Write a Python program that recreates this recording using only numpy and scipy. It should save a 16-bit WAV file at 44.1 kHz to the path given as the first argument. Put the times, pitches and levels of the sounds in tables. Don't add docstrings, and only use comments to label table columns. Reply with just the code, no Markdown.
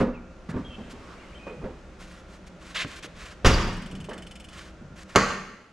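import sys
import numpy as np
from scipy import signal
from scipy.fft import rfft, irfft
from scipy.io import wavfile
from scipy.ndimage import uniform_filter1d

SR = 44100
rng = np.random.default_rng(int(sys.argv[2]) if len(sys.argv) > 2 else 0)


def put_to_file(sound):
    columns = np.atleast_2d(sound).T
    safe = np.clip(columns, -1, 1)
    whole_steps = np.round(safe * 32767)
    wavfile.write(sys.argv[1], SR, whole_steps.astype(np.int16))


N = 252604
TIME = np.arange(N) / SR
RING = TIME[:SR]

# (time [s], level [dB], cutoff [Hz], most excited [Hz])
SLAM = [(3.447, -15, 3000, 448), (3.459, -14, 9700, 1240), (3.471, -31, 4080, 1650),
        (3.485, -20.5, 890, 170), (3.545, -30.5, 3000, 910), (3.591, -29.5, 1500, 505),
        (3.672, -30.5, 2280, 840)]
# (frequency [Hz], level [dB], t60 [s])
LATCH_MODES = [(4300, -6, .06), (4544, -1, .13), (4720, -17, .4), (4764, 0, .08), (4860, 7, .025),
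               (5730, -3, .04), (6600, 5, .027), (6780, 6, .035), (6880, -15, .35), (9400, -5, .06)]
# (frequency [Hz], level [dB])
SOLE_SPECTRUM = [(240, -21), (400, 11), (612, 16.5), (907, 6), (1060, 18), (1190, 14), (1520, 15),
                 (2740, 5), (6420, -10), (6920, -10.5), (15000, -37.5)]


def slam(first_t60=0.04, doubling_s=0.017, longest_t60=0.38):
    # (frequency [Hz], level [dB])
    spectrum = [(59, -48.5), (100, -1), (230, -8), (400, -6.5), (594, -9.5), (814, -13.5), (1000, -11.5),
                (1500, -13), (2420, -16.5), (2860, -14), (4180, -20), (5600, -19.5), (6090, -21.5),
                (15000, -42)]
    contacts = []
    for s, db, cutoff_hz, spot_hz in SLAM:
        t60 = min(first_t60 * 2 ** ((s - SLAM[0][0]) / doubling_s), longest_t60)
        contacts.append((s, db, cutoff_hz, t60, spot_hz))
    return lid_impacts(contacts, spectrum, modes_db=-7, crack_db=-18.5, panel_db=-8, panel_t60=0.46,
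                       rise_s=0.0053, spot_db=2, bass_cut=0.2)


def shove():
    # (time [s], level [dB], cutoff [Hz], chatter t60 [s], most excited [Hz])
    contacts = [(5.152, -31, 1600, 0.052, 1210), (5.159, -10.5, 9000, 0.03, 1300),
                (5.1635, -17, 1600, 0.1, 420), (5.166, -21.5, 240, 0.22, 180), (5.18, -26, 3500, .25, 2200)]
    # (frequency [Hz], level [dB])
    spectrum = [(24, -10), (60, -6), (110, 0), (175, 3.5), (260, -2), (410, -1), (600, -5), (760, -12.5),
                (950, -11), (1150, -4.5), (1380, -7), (1610, -6), (1950, -10), (2500, -15), (2990, -16),
                (3850, -22), (4500, -14), (5300, -20), (6700, -16), (7600, -25), (15000, -49)]
    return lid_impacts(contacts, spectrum, modes_db=-12, crack_db=-6, panel_db=-8, panel_t60=0.55,
                       rise_s=0.0008, spot_db=3, bass_cut=0.24)


def knocks(rebound_s=0.023, knock_t60=0.086, thump_t60=0.26, thump_cutoff_hz=170, thump_spot_hz=162):
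    # (time [s], level [dB], most excited [Hz], relative rebound level [dB])
    hinge_knocks = [(.004, -18.5, 524, -39), (.015, -18, 235, -11.5), (0.489, -31.5, 163, -3.5),
                    (0.49, -41.5, 1600, -28), (0.541, -28, 252, 2), (0.782, -36, 225, 0.5),
                    (0.93, -40.5, 270, -3), (1.468, -33.5, 554, -31), (1.51, -39.5, 503, -8),
                    (1.617, -38, 534, 5), (1.643, -33.5, 380, -3), (4.087, -35, 604, -3),
                    (4.108, -39.5, 1800, -28), (4.165, -42, 358, -16)]
    # (time [s], level [dB])
    panel_thumps = [(1.569, -37.5), (3.93, -33.5), (4.0, -34), (4.814, -39), (4.913, -43.5)]
    # (frequency [Hz], level [dB])
    spectrum = [(30, -17), (100, 2.5), (160, 2.5), (240, 4), (330, -2.5), (470, -3), (700, -10.5),
                (1200, -10.5), (2000, -18.5), (4000, -26.5), (9000, -37.5), (15000, -52)]
    contacts = []
    for s, db, spot_hz, rebound_db in hinge_knocks:
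        cutoff_hz = 990 * (spot_hz / 300) ** 0.67
        contacts.append((s, db, cutoff_hz, knock_t60, spot_hz))
        contacts.append((s + rebound_s, db + rebound_db, cutoff_hz, knock_t60, spot_hz))
    hard = lid_impacts(contacts, spectrum, modes_db=-4, crack_db=-13, panel_db=-0.5, panel_t60=0.42,
                       rise_s=0.0017, spot_db=7, bass_cut=0.53)
    contacts = [(s, db, thump_cutoff_hz, thump_t60, thump_spot_hz) for s, db in panel_thumps]
    soft = lid_impacts(contacts, spectrum, modes_db=-14, crack_db=-6.5, panel_db=-4, panel_t60=0.4,
                       rise_s=0.003, spot_db=11, bass_cut=0.47)
    return hard + soft


def lid_impacts(contacts, spectrum, modes_db, crack_db, panel_db, panel_t60, rise_s, spot_db, bass_cut):
    # (frequency [Hz], level [dB], t60 [s])
    lid_modes = [(192, 3, .25), (240, 2, .42), (252, 2, .35), (321, -3, .35), (427, 4, .22), (474, -1, .25),
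                 (535, 1, .25), (630, 0, .22), (790, -1, .2), (931, 7, .27), (1061, 4, .22), (1159, 5, .16),
                 (1244, 4, .19), (1390, 4, .2), (1568, 5, .17), (1682, 2, .22), (1880, 4, .25),
                 (2015, 3, .25), (2115, 4, .25)]
    steel = unit(colour(ring(lid_modes), spectrum))
    out = np.zeros(N)
    for s, db, cutoff_hz, t60, spot_hz in contacts:
        force = (chatter(t60) + undb(panel_db) * panel(panel_t60)) * (1 - np.exp(-RING / rise_s))
        force[0] += undb(crack_db)
        sound = unit(colour(force, spectrum)) + undb(modes_db) * steel
        sound = shape(sound, lambda hz: spot_db * near(hz, spot_hz, 0.3) + rolloff(hz / cutoff_hz, 1))
        sound = shape(sound, lambda hz: rolloff(bass_cut * spot_hz / (hz + 20), 3))
        add(out, s, at_level(sound, db))
    return out


def chatter(t60):
    swarm = rng.standard_normal(len(RING)) * fade(t60)
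    power = uniform_filter1d(abs(rfft(swarm)) ** 2, size=120)
    bin_hz = np.linspace(0, SR / 2, len(power))
    return unit(shape(swarm, lambda hz: -10 * np.log10(np.interp(hz, bin_hz, power))))


def panel(t60, spacing_hz=14):
    bins = len(RING) // 2 + 1
    present = rng.random(bins) < SR / len(RING) / spacing_hz
    phases = np.exp(2j * np.pi * rng.random(bins))
    return unit(irfft(present * phases) * fade(t60))


def body():
    # (frequency [Hz], level [dB], t60 [s])
    body_modes = [(28, 1, 1.0), (38, -5, .9), (50, -4.5, .4), (66, 1, .5), (80, 0, .65), (88, 4, .18),
                  (108, -1, .85), (135, 1, .3), (158, -9, 1.0), (188, 2, .22), (201, -9, 1.0),
                  (322, -7, 1.4), (378, -9, 1.3)]
    # (time [s], level [dB], most excited [Hz])
    pushes = [(.004, -32.5, 39.2), (0.557, -38, 74), (1.639, -39.5, 40.5), (3.452, -22.5, 89),
              (3.47, -14.5, 47.2), (3.476, -28.5, 170), (3.494, -31, 200), (5.16, -35, 56)]
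    out = np.zeros(N)
    for s, db, centre_hz in pushes:
        boom = ring(body_modes, lambda hz: near(hz, centre_hz, octaves=1.17), TIME[:SR * 2])
        add(out, s, undb(db) * boom)
    return out


def shudder(db=-32, centre_hz=192.5, t60=2.34):
    def band_db(hz):
        skirts = (hz / centre_hz) ** 16 + (centre_hz / np.maximum(hz, 40)) ** 16
        return np.maximum(-10 * np.log10(1 + skirts), -80)
    out = np.zeros(N)
    add(out, SLAM[1][0], undb(db) * noise(band_db) * fade(t60, TIME))
    return out


def draught(db=-33, rise_s=0.0095, cutoff_hz=110):
    outflow = noise(lambda hz: 2 * rolloff(hz / cutoff_hz, 1))
    return undb(db) * outflow * np.exp(-abs(TIME - SLAM[0][0]) / rise_s)


def latch():
    # (time [s], level [dB], most excited [Hz])
    strikes = [(3.46, -32.5, 5600), (5.1598, -27, 7100)]
    out = np.zeros(N)
    for s, db, centre_hz in strikes:
        add(out, s, undb(db) * ring(LATCH_MODES, lambda hz: near(hz, centre_hz, octaves=0.65)))
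    return out


def zings():
    # (start [s], duration [s], most excited [Hz], level [dB])
    skids = [(3.464, .014, 5730, -33), (3.511, .014, 4750, -35), (3.526, .028, 4800, -30)]
    out = np.zeros(N)
    for s, length, centre_hz, db in skids:
        slips = rng.standard_normal(len(RING)) * np.sin(np.pi * RING / length) * (RING < length)
        spring = ring(LATCH_MODES, lambda hz: near(hz, centre_hz, octaves=0.12))
        add(out, s, at_level(signal.fftconvolve(slips, spring), db))
    return out


def rocking_times(start_s=3.675, gap_s=0.04657, quicken_s=0.000177, limp_s=0.006, limp_ends_s=4.114):
    k = np.arange(21)
    beat = start_s + k * gap_s - quicken_s * k * (k - 1) / 2
    lag = limp_s / (1 + np.exp((beat - limp_ends_s) / 0.03))
    return beat + k % 2 * lag


def rattle(touch_s=0.014, scrape_t60=0.22, scrape_db=-12, grit_db=-10):
    # (frequency [Hz], level [dB], t60 [s])
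    part_modes = [(2540, -7, .008), (3030, 5, .014), (3400, 3, .007), (4340, -4, .007), (5200, -3, .007),
                  (6700, -16, .012), (7420, -14, .015), (8050, -10, .02), (9280, -12, .018)]
    # (time [s], level [dB])
    rocking_level = [(3.67, -20.5), (4.33, -18.5), (4.49, -21.5), (4.62, -24)]
    out, size = np.zeros(N), SR // 10
    part = unit(ring(part_modes)[:size])
    pressure = np.exp(-(RING / touch_s) ** 2) + undb(scrape_db) * fade(scrape_t60)
    for s in rocking_times():
        touch = rng.standard_normal(size) * pressure[:size]
        grit = shape(touch, lambda hz: rolloff(hz / 9000, 10) + rolloff(2500 / (hz + 1), 2))
        tick = unit(signal.fftconvolve(touch, part)[:size]) + undb(grit_db) * unit(grit)
        db = np.interp(s, *np.transpose(rocking_level))
        add(out, s, undb(db) * unit(tick))
    return out


def hinge_squeaks(waver=0.025, roughness=0.45):
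    # (start [s], duration [s], first frequency [Hz], last frequency [Hz], level [dB])
    glides = [(0.125, 0.08, 2820, 2140, -53), (0.64, 0.06, 3230, 3270, -52.5),
              (0.67, 0.12, 3180, 3060, -52), (.69, .08, 3250, 3200, -55), (0.685, 0.115, 2760, 2630, -54),
              (1.168, 0.027, 2270, 2350, -53), (1.185, .03, 2550, 2950, -57),
              (1.208, 0.055, 2460, 1930, -51.5), (1.22, .11, 2950, 2890, -60),
              (1.325, 0.03, 2150, 2900, -55), (1.343, 0.048, 3050, 3180, -49.5),
              (1.375, 0.165, 2510, 2470, -52)]
    out, wobble = np.zeros(N), 1 + waver * wander(1500)
    for s, length, first_hz, last_hz, db in glides:
        size = int(length * SR)
        hz = np.linspace(first_hz, last_hz, size) * wobble[int(s * SR):][:size]
        tone = np.sin(2 * np.pi * np.cumsum(hz) / SR)
        add(out, s, undb(db) * tone * signal.windows.tukey(size, 0.5))
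    return out * np.exp(roughness * wander(170))


def hinge_rubs():
    # (start [s], duration [s], level [dB])
    scrapes = [(0.562, 0.068, -55), (0.979, 0.13, -56), (1.078, 0.086, -51.5)]
    # (frequency [Hz], level [dB])
    spectrum = [(300, -2), (700, -3), (1150, 10), (1600, 3), (2400, -13), (5000, -10), (12000, -35)]
    out, t = np.zeros(N), TIME[:SR // 2]
    for s, length, db in scrapes:
        friction = grains(len(t), grit_db=3) * np.sin(np.pi * t / length) * (t < length)
        add(out, s, at_level(colour(friction, spectrum), db, length))
    return out


def scuffs(patchy_db=1.8, rasp_hz=3050, tilt_top_hz=9000):
    # (start [s], duration [s], level [dB])
    slides = [(0.488, 0.035, -52), (0.894, 0.042, -50), (1.984, 0.093, -52), (2.02, 0.23, -55.5),
              (2.272, 0.12, -58), (2.463, 0.027, -54.5), (2.594, 0.18, -51), (2.744, 0.11, -31),
              (2.848, 0.14, -48), (2.956, 0.05, -46.5), (3.024, 0.049, -42.5), (3.146, 0.22, -47.5),
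              (4.49, 0.23, -49.5), (4.955, 0.091, -51), (5.031, 0.0041, -50.5), (5.037, 0.32, -52)]
    out, t = np.zeros(N), TIME[:SR // 2]
    for s, length, db in slides:
        tilt_db = 9 - np.log2(length / 0.1) - 0.0545 * (db + 50)
        weight_db = max(db + 50, 0)
        skew = 0.9 / (1 + 0.016 * weight_db)
        arch = np.maximum(np.sin(np.pi * (t / length) ** skew) * (t < length), 0) ** 0.97
        crunch = grains(len(t), grit_db=1.5) * arch * undb(patchy_db * wander(74)[:len(t)])

        def sole_db(hz):
            tilt = tilt_db * np.log2(1 + np.minimum(hz, tilt_top_hz) / 1000)
            rasp = 0.5 * weight_db * near(hz, rasp_hz, octaves=0.78)
            return at_hz(SOLE_SPECTRUM, hz) + tilt + rasp
        add(out, s, at_level(shape(crunch, sole_db), db, length))
    return out


def footfalls(thud_t60=0.099, slap_t60=0.03, slap_db=-7):
    # (time [s], level [dB], thud cutoff [Hz])
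    landings = [(2.847, -33, 255), (3.045, -41.5, 454)]
    out = np.zeros(N)
    for s, db, cutoff_hz in landings:
        thud = shape(chatter(thud_t60),
                     lambda hz: rolloff(hz / cutoff_hz, 3) + rolloff(cutoff_hz / 2 / (hz + 1), 1))
        slap = colour(chatter(slap_t60), SOLE_SPECTRUM)
        add(out, s, at_level(unit(thud) + undb(slap_db) * unit(slap), db))
    return out


def hiss_and_rustle():
    # (peak time [s], half duration [s], level [dB])
    swells = [(0, 0.03, -37), (1.034, 0.62, -52), (3.284, 2.77, -53.5)]
    # (frequency [Hz], level [dB])
    spectrum = [(400, 14.5), (1200, 6), (2500, 3.5), (4500, -6.5), (8000, -12), (12000, -25), (15000, -59)]
    strength = sum(undb(db) * np.exp(-((TIME - s) / half_s) ** 2) for s, half_s, db in swells)
    return diffuse_noise(spectrum, strength, flicker=0.019, rate_hz=120)


def garage(first_s=0.0032, build_s=0.0079, far_wall_s=0.15, far_spread_s=0.034, far_db=4):
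    # (frequency [Hz], t60 [s])
    decay_times = [(60, 1.2), (200, 1.59), (1000, 0.79), (3000, 1.09), (6000, 0.55), (12000, 1.2)]
    # (frequency [Hz], level [dB])
    spectrum = [(40, -11), (150, -4), (400, -10), (780, -2.5), (1200, 4), (2000, 1), (5000, -0.5),
                (12000, -5)]
    hz = np.arange(len(RING) // 2 + 1) * SR / len(RING)
    centres = 62.5 * 2. ** np.arange(9)
    reflections = rfft(rng.standard_normal((2, len(RING)))) * undb(at_hz(spectrum, hz))
    tails = np.zeros((2, len(RING)))
    for centre in centres:
        band = at_hz(np.column_stack([centres, centres == centre]), hz)
        tails += irfft(reflections * band) * fade(at_hz(decay_times, centre))
    tails *= undb(far_db * np.exp(-((RING - far_wall_s) / far_spread_s) ** 2))
    mid, side = tails * (1 - np.exp(-np.maximum(RING - first_s, 0) / build_s))
    return spread(unit(mid), unit(side))


def direct_path(x, scatter_t60=0.02):
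    # (frequency [Hz], left lead [rad])
    left_lead = [(100, 0), (500, -.15), (1500, -.35), (3900, -.55), (7500, -.4), (11000, -.3)]
    # (frequency [Hz], left minus right [dB])
    balance = [(110, 0.56), (400, -1.6), (1300, -2.3), (4400, .6)]
    # (frequency [Hz], side against mid [dB])
    scatter_spectrum = [(150, -44), (2000, -18), (4500, -20), (7500, -11)]
    hz = np.arange(N // 2 + 1) * SR / N
    left_gain = undb(at_hz(balance, hz) / 2) * np.exp(0.5j * at_hz(left_lead, hz))
    placed = irfft(rfft(x) * np.array([left_gain, 1 / left_gain]), N)
    scatter = signal.fftconvolve(x, colour(chatter(scatter_t60), scatter_spectrum))[:N]
    return placed + np.array([[1], [-1]]) * scatter


def hum(sway=0.24, drift_rad=1.89):
    # (frequency [Hz], level [dB])
    tones = [(59, -52.5), (179, -55.5), (319, -60), (378, -63), (518, -62), (1391, -66)]
    out = np.zeros(N)
    for hz, db in tones:
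        strength = undb(db) * np.exp(sway * wander(14))
        out += strength * np.sin(2 * np.pi * hz * TIME + drift_rad * wander(12))
    return out


def ambience(envelope, db=-49):
    # (frequency [Hz], level [dB])
    spectrum = [(15, -31), (25, 3.5), (70, 0), (119, -10.5), (192, -3), (257, -13), (392, -16.5),
                (460, -21.5), (584, -9.5), (846, -24), (1400, -17.5), (2500, -38.5), (6670, -36.5),
                (9410, -68), (14000, -107)]
    return diffuse_noise(spectrum, undb(db) * envelope, flicker=0.04, rate_hz=8)


def diffuse_noise(spectrum, strength, flicker, rate_hz):
    mid, side = (noise(lambda hz: at_hz(spectrum, hz)) * strength * np.exp(flicker * wander(rate_hz))
                 for _ in range(2))
    return spread(mid, side)


def spread(mid, side):
    # (frequency [Hz], side against mid [dB])
    width = [(40, -22), (125, -19), (250, -13), (500, -12.5), (1000, -11), (2000, -8), (8000, -5.5)]
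    return mid + np.array([[1], [-1]]) * colour(side, width)


def ring(modes, weight=lambda hz: 1, t=RING):
    return sum(undb(db) * weight(hz) * np.sin(2 * np.pi * hz * t) * fade(t60, t)
               for hz, db, t60 in modes)


def grains(size, grit_db):
    return rng.standard_normal(size) * undb(grit_db * rng.exponential(size=size))


def noise(db_at):
    return unit(shape(rng.standard_normal(N), db_at)) * np.sqrt(N)


def wander(rate_hz):
    hold = int(SR / rate_hz)
    steps = np.repeat(rng.standard_normal(N // hold + 1), hold)
    smooth = uniform_filter1d(uniform_filter1d(steps, hold), hold)[:N]
    return smooth / smooth.std()


def shape(x, db_at, size=4096):
    hz = np.arange(size + 1) * SR / size / 2
    cepstrum = irfft(np.log(undb(db_at(hz))))
    cepstrum[1:size] *= 2
    cepstrum[size + 1:] = 0
    response = irfft(np.exp(rfft(cepstrum)))[:size]
    return signal.fftconvolve(x, response)[:len(x)]


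def colour(x, spectrum):
    return shape(x, lambda hz: at_hz(spectrum, hz))


def at_hz(points, hz):
    frequencies, values = np.transpose(points)
    return np.interp(np.log(np.maximum(hz, 1)), np.log(frequencies), values)


def rolloff(ratio, order):
    return -10 * np.log10(1 + ratio ** (2 * order))


def near(hz, centre_hz, octaves):
    return np.exp(-(np.log2(np.maximum(hz, 1) / centre_hz) / octaves) ** 2)


def fade(t60, t=RING):
    return np.exp(-np.log(1000) * t / t60)


def undb(db):
    return 10 ** (np.asarray(db) / 20)


def unit(x):
    return x / np.sqrt(np.sum(x ** 2))


def at_level(x, db, seconds=0.02):
    return undb(db) * np.sqrt(seconds * SR) * unit(x)


def add(track, s, sound):
    i = max(int(s * SR), 0)
    track[i:i + len(sound)] += sound[:N - i]


def scene():
    knocking, slamming, shoving = knocks(), slam(), shove()
    squeaks = hinge_squeaks()
    catch = latch() + zings()
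    ticks = rattle()
    hinges = squeaks + hinge_rubs()
    feet = scuffs() + footfalls()
    background_fade = undb(-49 * np.maximum(TIME - 5.3, 0))
    direct = knocking + slamming + shoving + catch + ticks + hinges + feet
    direct += body() + shudder() + draught() + hum() * background_fade
    to_room = (undb(-19.5) * knocking + undb(-10) * (slamming + catch + hinges)
               + undb(-12.5) * shoving + undb(-17) * ticks + undb(-17.5) * feet)
    reverberation = signal.fftconvolve(to_room[None], garage(), axes=1)[:, :N]
    diffuse = hiss_and_rustle() + ambience(background_fade)
    return direct_path(direct) + reverberation + diffuse


def record(dry, soften_hz=12000, top_hz=15600):
    dull = signal.sosfilt(signal.butter(2, soften_hz, fs=SR, output="sos"), np.tanh(dry))
    return signal.sosfilt(signal.ellip(8, 0.2, 70, top_hz, fs=SR, output="sos"), dull)


dry = scene()
out = record(dry)
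put_to_file(out)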